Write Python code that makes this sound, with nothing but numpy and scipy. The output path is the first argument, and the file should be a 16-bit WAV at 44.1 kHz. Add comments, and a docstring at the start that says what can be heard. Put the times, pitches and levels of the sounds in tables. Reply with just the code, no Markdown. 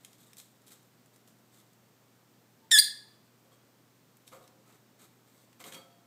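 """A small, quiet room, the microphone close to a lovebird on top of a wire cage.
The bird picks at a straw toy: fibres snap and rustle under its beak and feet. One loud chirp, a buzzy
note from the syrinx that flips up into a squeak, lights up the room. Then the toy bumps the cage,
whose wires ring. Behind it all lie room air, a faint mains hum and two far-off blips."""
import sys
import numpy as np
from scipy import signal
from scipy.fft import rfft, irfft, next_fast_len
from scipy.io import wavfile
from scipy.ndimage import uniform_filter1d

SR = 44100
rng = np.random.default_rng(int(sys.argv[2]) if len(sys.argv) > 2 else 0)


def persist_wave(psi):
    """Save psi, clipped to +-1, as 16-bit WAV."""
    counts = np.round(np.clip(psi, -1, 1) * 32767).astype(np.int16)
    wavfile.write(sys.argv[1], SR, np.atleast_2d(counts).T)


N = 267246
TIME = np.arange(N) / SR

# room air and hiss: (frequency [Hz], relative level [dB])
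AIR_SPECTRUM = [(30, -32), (65, -26.5), (95, -13), (150, -3.5), (230, -1.5), (330, -6.5), (800, -13),
                (1250, -15), (2500, -20.5), (5500, -22.5), (8600, -23.5), (9900, -30.5), (11700, -25),
                (15000, -24)]
# strokes through the straw: (start [s], length [s], level [dB], toy body relative to stroke [dB])
STRAW_STROKES = [(0.002, 0.15, -71.5, -3.5), (0.178, 0.13, -68, -5), (0.373, 0.026, -52.5, -14),
                 (0.662, 0.03, -63, -12), (0.7, 0.026, -56.5, -6), (1.125, 0.037, -72, -14),
                 (1.26, 0.05, -74, -10), (1.515, 0.089, -68.5, -6.5), (3.508, 0.037, -72.5, -14),
                 (4.264, 0.021, -61, -15), (4.41, 0.038, -70, -10), (4.655, 0.104, -71.5, 4.5),
                 (4.986, 0.068, -64, -0.5), (5.259, 0.19, -73, -4), (5.594, 0.021, -57, 2),
                 (5.639, 0.055, -56.5, 1), (5.711, 0.057, -57.5, 3)]
# slipping fibres: (frequency [Hz], relative level [dB])
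STRAW_SPECTRUM = [(80, -21), (400, -20), (1500, -11.5), (2500, -13), (3700, 2), (5300, -7.5), (8100, 2),
                  (10300, -8.5), (12500, -1.5), (15500, -12)]
# body of the toy: (frequency [Hz], relative level [dB])
TOY_SPECTRUM = [(60, -39), (140, 10), (450, 4), (800, -2), (1250, 3), (1700, -4.5), (2300, 1), (5000, -43)]
# beak clicks and snapping fibres: (time [s], relative peak [dB], centre [Hz])
FIBRE_SNAPS = [(0.0477, -32, 5400), (0.131, -47, 4300), (0.332, -41, 4800), (0.369, -40, 8030),
               (0.4, -35, 7920), (0.6798, -44, 8200), (1.161, -49, 7830), (1.276, -47.5, 9320),
               (1.732, -51.5, 7430), (4.169, -48, 10620), (4.2775, -40.5, 6090), (4.4769, -48, 4016),
               (5.5293, -51.5, 3600)]
# tone shared by all cracks: (frequency [Hz], relative level [dB])
SNAP_SPECTRUM = [(200, -51.5), (1300, -4), (2200, 0), (4000, 0), (5500, -8), (8000, 1.5), (10500, -3),
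                 (15000, -7.5)]
# far-off blips: (time [s], level [dB])
FAR_BLIPS = [(2.65, -64.5), (3.065, -72)]
# the buzzy note before its scoop and flip are added: (time [s], pitch [Hz])
NOTE_BASE_PITCH = [(2.718, 1806), (2.723, 1746), (2.730, 1863), (2.737, 1761), (2.750, 1739), (2.765, 1660),
                   (2.777, 1715)]
# throat and beak resonances in the buzzy note: (frequency [Hz], gain [dB])
NOTE_RESONANCES = [(120, -66), (700, -33.5), (1400, -25), (1670, -6.5), (1810, -5.5), (2050, -14),
                   (2900, -13.5), (3480, 0), (4250, -9), (5400, -8.5), (6150, -14), (7100, -7.5),
                   (8600, -7.5), (11000, -16), (15000, -25)]
# throat and beak resonances in the squeak: (frequency [Hz], gain [dB])
SQUEAK_RESONANCES = [(120, -70), (700, -45.5), (2700, -18.5), (4000, 1.5), (4900, -2), (6200, -22.5),
                     (8500, -1), (9700, -2), (10700, -19.5), (12000, -4), (13200, -16), (14500, -12)]
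# toy and feet bumping the cage: (time [s], thud [dB], wire ring [dB], claw click [dB])
CAGE_BUMPS = [(3.12, -68.5, -85, -75), (3.439, -64, -82, -75), (3.514, -62.5, -75, -75),
              (4.317, -46, -81, -53), (4.341, -52, -76, -62), (5.602, -54.5, -78, -40),
              (5.640, -48.5, -61.5, -35), (5.723, -62, -66, -36), (5.744, -66, -54.5, -37),
              (5.772, -58, -58, -60)]
# dull knock on the cage: (frequency [Hz], relative level [dB])
THUD_SPECTRUM = [(80, -28), (200, -5), (340, -8.5), (430, -7), (528, 9.5), (600, -18), (720, -6),
                 (930, -10), (1170, 8), (1400, -12), (1650, -18), (2200, -12), (5000, -34.5)]
# lingering rumble of the cage frame: (frequency [Hz], relative level [dB])
FRAME_SPECTRUM = [(100, -30), (300, -15), (470, -8), (535, 3.5), (610, -16), (720, -8), (900, -17.5),
                  (1150, -11.5), (2000, -28.5), (5000, -37)]
# ringing cage wires: (frequency [Hz], relative level [dB], T60 [s])
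WIRE_MODES = [(537, -13, 1.1), (690.2, -13, 1.8), (860, -17, 1.1), (1210, -16, 1.5), (1318, -14.5, 2.7),
              (2210, -15, .9), (3254, 5.5, 0.3), (3300, -15.5, 1.5), (4530, -8, 0.49)]
# near reflections from window, wall and box: (delay [s], level [dB])
REFLECTIONS = [(.0013, -26), (.0029, -17), (.0052, -17), (.0094, -14.5)]
# main decay of the room: (frequency [Hz], T60 [s])
ROOM_DECAY = [(200, .42), (1750, .44), (4500, .41), (9000, .31), (14500, .27)]


def undb(db):
    """Decibels to gain."""
    return 10 ** (np.asarray(db) / 20)


def unit(x):
    """Scale to rms 1."""
    return x / np.sqrt(np.mean(x ** 2))


def lookup(points, hz):
    """Read (Hz, value) points on a log-frequency axis."""
    f, value = np.transpose(points)
    return np.interp(np.log(np.maximum(hz, 1)), np.log(f), value)


def colour(x, points):
    """Causal filter with the given (Hz, dB) response, built from its cepstrum."""
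    size = next_fast_len(len(x) + 4096) * 2
    gain = undb(lookup(points, np.linspace(0, SR / 2, size // 2 + 1)))
    cepstrum = irfft(np.log(gain))
    cepstrum[1:size // 2] *= 2
    cepstrum[size // 2 + 1:] = 0
    return irfft(rfft(x, size) * np.exp(rfft(cepstrum)))[:len(x)]


def shaped_noise(count, spectrum):
    """Noise of rms 1 with the given spectrum."""
    return unit(colour(rng.standard_normal(count), spectrum))


def walk(rate):
    """Smooth random motion with spread 1."""
    k = max(int(SR / rate), 1)
    return unit(uniform_filter1d(uniform_filter1d(rng.standard_normal(N), k), k))


def fade(t, t60):
    """Decay by 60 dB in t60 seconds."""
    return np.exp(-np.log(1000) * t / t60)


def ramp(t, start, length):
    """Rise from 0 to 1 over length seconds."""
    return np.clip((t - start) / length, 0, 1)


def gate_db(t, start, attack, end, release=.003, quiet_db=-30):
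    """Attack, hold and release of a note, in dB."""
    return quiet_db * (1 - ramp(t, start, attack) + ramp(t, end - release, release))


def add(out, s, sound):
    """Mix a sound in at time s."""
    i = max(int(s * SR), 0)
    out[i:i + len(sound)] += sound[:N - i]


def room_tone(air_db=-64.5, hum_hz=120, hum_db=-72):
    """Steady room air and hiss with the mains hum of an appliance."""
    air = shaped_noise(N, AIR_SPECTRUM) * undb(air_db)
    hum = np.sqrt(2) * np.sin(2 * np.pi * hum_hz * TIME) * undb(hum_db)
    return air + hum


def straw_rustle(slips_per_s=2200, spread_db=5.0, grain_t60=0.018, attack_s=0.009):
    """Fibres slip past each other in a spray of tiny clicks; firm strokes also shake the toy's body."""
    slips = (rng.random(N) < slips_per_s / SR) * rng.choice([-1, 1], N)
    slips = slips * undb(spread_db * np.minimum(rng.exponential(size=N), 4))
    # each slip trails a short grain of noise
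    grain_power = signal.fftconvolve(slips ** 2, fade(TIME[:SR // 40], grain_t60) / 60)[:N].clip(0)
    grains = np.sqrt(grain_power) * rng.standard_normal(N)
    crackle = undb(1.5) * unit(colour(slips + grains, STRAW_SPECTRUM))
    body = shaped_noise(N, TOY_SPECTRUM)
    crackle_power, body_power = np.zeros(N), np.zeros(N)
    # each bump on the cage also shakes the straw briefly
    shakes = [(s, 0.031, thud_db - 18, 0) for s, thud_db, _, _ in CAGE_BUMPS]
    for s, length, db, body_db in STRAW_STROKES + shakes:
        after = np.maximum(TIME - s - length, 0)
        settling = undb(-12) * fade(after, t60=0.54)  # loosened fibres outlast the stroke
        release = np.maximum(fade(after, t60=0.098), settling)
        stroke = undb(db) * ramp(TIME, s, attack_s) * release
        crackle_power += stroke ** 2
        body_power += (stroke * undb(body_db)) ** 2
    return np.sqrt(crackle_power) * crackle + np.sqrt(body_power) * body


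def nibbles(until_s=1.75, per_s=9, db=-57, spread_db=6, hz=8500):
    """The beak ticks faintly at random in the straw: (time [s], relative peak [dB], centre [Hz])."""
    draws = rng.random((round(per_s * until_s), 2))
    return [(when * until_s, db + spread_db * (2 * size - 1), hz) for when, size in draws]


def snaps(snap_t60=.016, claw_hz=3040, claw_t60=0.032, width_octaves=1.95, rise_s=0.0002, gain_db=-1):
    """Each snap, nibble or claw click is a sharp crack that dies quickly; thin fibres sound higher."""
    out, t = np.zeros(N), TIME[:SR // 8]
    bands = np.geomspace(200, 16000, 12)
    cracks = [(s, db, hz, snap_t60) for s, db, hz in FIBRE_SNAPS]
    cracks += [(s, db, claw_hz, claw_t60) for s, _, _, db in CAGE_BUMPS]
    cracks += [(s, db, hz, snap_t60) for s, db, hz in nibbles()]
    for s, db, hz, t60 in cracks:
        focus_db = -10 * np.log10(1 + (np.log2(bands / hz) / width_octaves * 2) ** 2)
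        burst = rng.standard_normal(len(t)) * (1 - np.exp(-t / rise_s)) * fade(t, t60)
        crack = colour(burst, np.c_[bands, lookup(SNAP_SPECTRUM, bands) + focus_db])
        add(out, s, undb(db + gain_db) * crack / np.abs(crack).max())
    return out


def far_blips(hz=890, width_s=.022, waver=0.021):
    """Far from the microphone, a faint wavering tone swells and fades twice."""
    pitch = hz * (1 + waver * walk(150.1))
    swells = sum(undb(db) * np.exp(-.5 * ((TIME - s) / width_s) ** 2) for s, db in FAR_BLIPS)
    return swells * np.sin(2 * np.pi * np.cumsum(pitch) / SR)


def syrinx(on, hz, db, rough, throat, jitter, rasp_db, flutter, flutter_hz=290):
    """A fluttering membrane sounds through the throat; roughness shakes its pitch and adds rasp."""
    # a fast, uneven wobble widens the upper partials into a buzz
    wobble_hz = flutter_hz * (1 + 0.24 * walk(200)[on])
    wobble = flutter * np.sin(2 * np.pi * np.cumsum(wobble_hz) / SR)
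    pitch = hz * (1 + wobble + jitter * rough * walk(1500)[on])
    phase = 2 * np.pi * np.cumsum(pitch) / SR
    harmonic = np.arange(1, 10)[:, None]
    partials = np.sin(harmonic * phase + 2 * np.pi * rng.random(harmonic.shape))
    tone = np.sum((harmonic * hz < SR / 2) * partials, axis=0)
    # turbulent air escapes once a cycle
    rasp = undb(rasp_db) * rough * (1 + np.cos(phase)) * rng.standard_normal(len(hz))
    out = np.zeros(N)
    out[on] = undb(db) * (tone + rasp)
    return colour(out, throat)


def buzzy_note(start_s=2.709, break_s=2.777, end_s=2.799, scoop_hz=551, flip_hz=398, drive_db=-17):
    """The chirp opens sharp and rough, steadies as the membrane settles, then breaks upward."""
    on = (TIME > start_s) & (TIME < end_s)
    t = TIME[on]
    age, flip = t - start_s, ramp(t, break_s, .008)
    scoop = scoop_hz * np.exp(-age / .004)
    hz = np.interp(t, *np.transpose(NOTE_BASE_PITCH)) + scoop + flip_hz * flip
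    db = drive_db - 7 * flip + gate_db(t, start_s, attack=.0062, end=end_s)
    unsettled = np.exp(-(age / .014) ** 2)
    rough = .08 + unsettled + .65 * np.sqrt(flip)
    return syrinx(on, hz, db, rough, NOTE_RESONANCES, jitter=0.029, rasp_db=5.5, flutter=0.025)


def squeak(start_s=2.784, end_s=2.8035, from_hz=3720, top_hz=4880, drive_db=-11, sag_db_per_s=160):
    """The other side of the syrinx ends the chirp: it shoots up to its top pitch and sags in level."""
    on = (TIME > start_s) & (TIME < end_s)
    t = TIME[on]
    hz = from_hz + (top_hz - from_hz) * ramp(t, start_s, .0068)
    db = drive_db - sag_db_per_s * (t - start_s) + gate_db(t, start_s, attack=0.0019, end=end_s)
    return syrinx(on, hz, db, rough=.45, throat=SQUEAK_RESONANCES, jitter=0.044, rasp_db=-3, flutter=.008)


def cage(thud_t60=0.13, rumble_t60=0.81, rumble_db=-9, contact_s=0.0064, detune=0.0019):
    """A soft bump gives a dull knock, lingers in the frame and leaves the wires ringing."""
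    out, t = np.zeros(N), TIME[:SR]
    push = 1 - np.exp(-t / contact_s)
    for s, thud_db, ring_db, _ in CAGE_BUMPS:
        thud = shaped_noise(len(t), THUD_SPECTRUM) * fade(t, thud_t60)
        rumble = undb(rumble_db) * shaped_noise(len(t), FRAME_SPECTRUM) * fade(t, rumble_t60)
        ring = np.zeros(len(t))
        for hz, db, t60 in WIRE_MODES:
            # three neighbouring wires start together, drift apart and beat
            wire_hz = hz * (1 + detune * rng.standard_normal((3, 1)))
            wires = np.sin(2 * np.pi * (wire_hz * t + rng.random()))
            ring += undb(db) * fade(t, t60) * wires.sum(axis=0) / 2
        add(out, s, push * (undb(thud_db) * (thud + rumble) + undb(ring_db) * ring))
    return out


def room(x, wet_db=-8.0, build_s=0.002, late_db=-17, late_stretch=1.7):
    """Direct sound, near reflections, then a diffuse tail whose treble dies first and end lingers."""
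    t = TIME[:int(.9 * SR)]
    noise = rfft(rng.standard_normal(len(t)))
    hz = np.linspace(0, SR / 2, len(noise))
    centres, t60s = np.transpose(ROOM_DECAY)
    tail = np.zeros(len(t))
    for share, t60 in zip(np.eye(len(centres)), t60s):
        band = irfft(noise * lookup(np.c_[centres, share], hz), len(t))
        tail += band * np.hypot(fade(t, t60), undb(late_db) * fade(t, late_stretch * t60))
    tail *= 1 - np.exp(-t / build_s)
    response = undb(wet_db) * tail / np.sqrt(np.sum(tail ** 2))
    response[0] = 1  # straight to the microphone
    for delay, db in REFLECTIONS:
        response[int(delay * SR)] += undb(db)
    return signal.fftconvolve(x, response)[:N]


def scene():
    """Bird, toy and cage close to one microphone, with far blips and room tone behind."""
    close = buzzy_note() + squeak() + snaps() + straw_rustle() + cage()
    return (room(close) + far_blips() + room_tone())[None]


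def record(dry, top_hz=15500):
    """The recorder cuts the highest treble steeply."""
    return signal.sosfilt(signal.ellip(10, .2, 80, top_hz, fs=SR, output="sos"), dry)


dry = scene()
out = record(dry)
persist_wave(out)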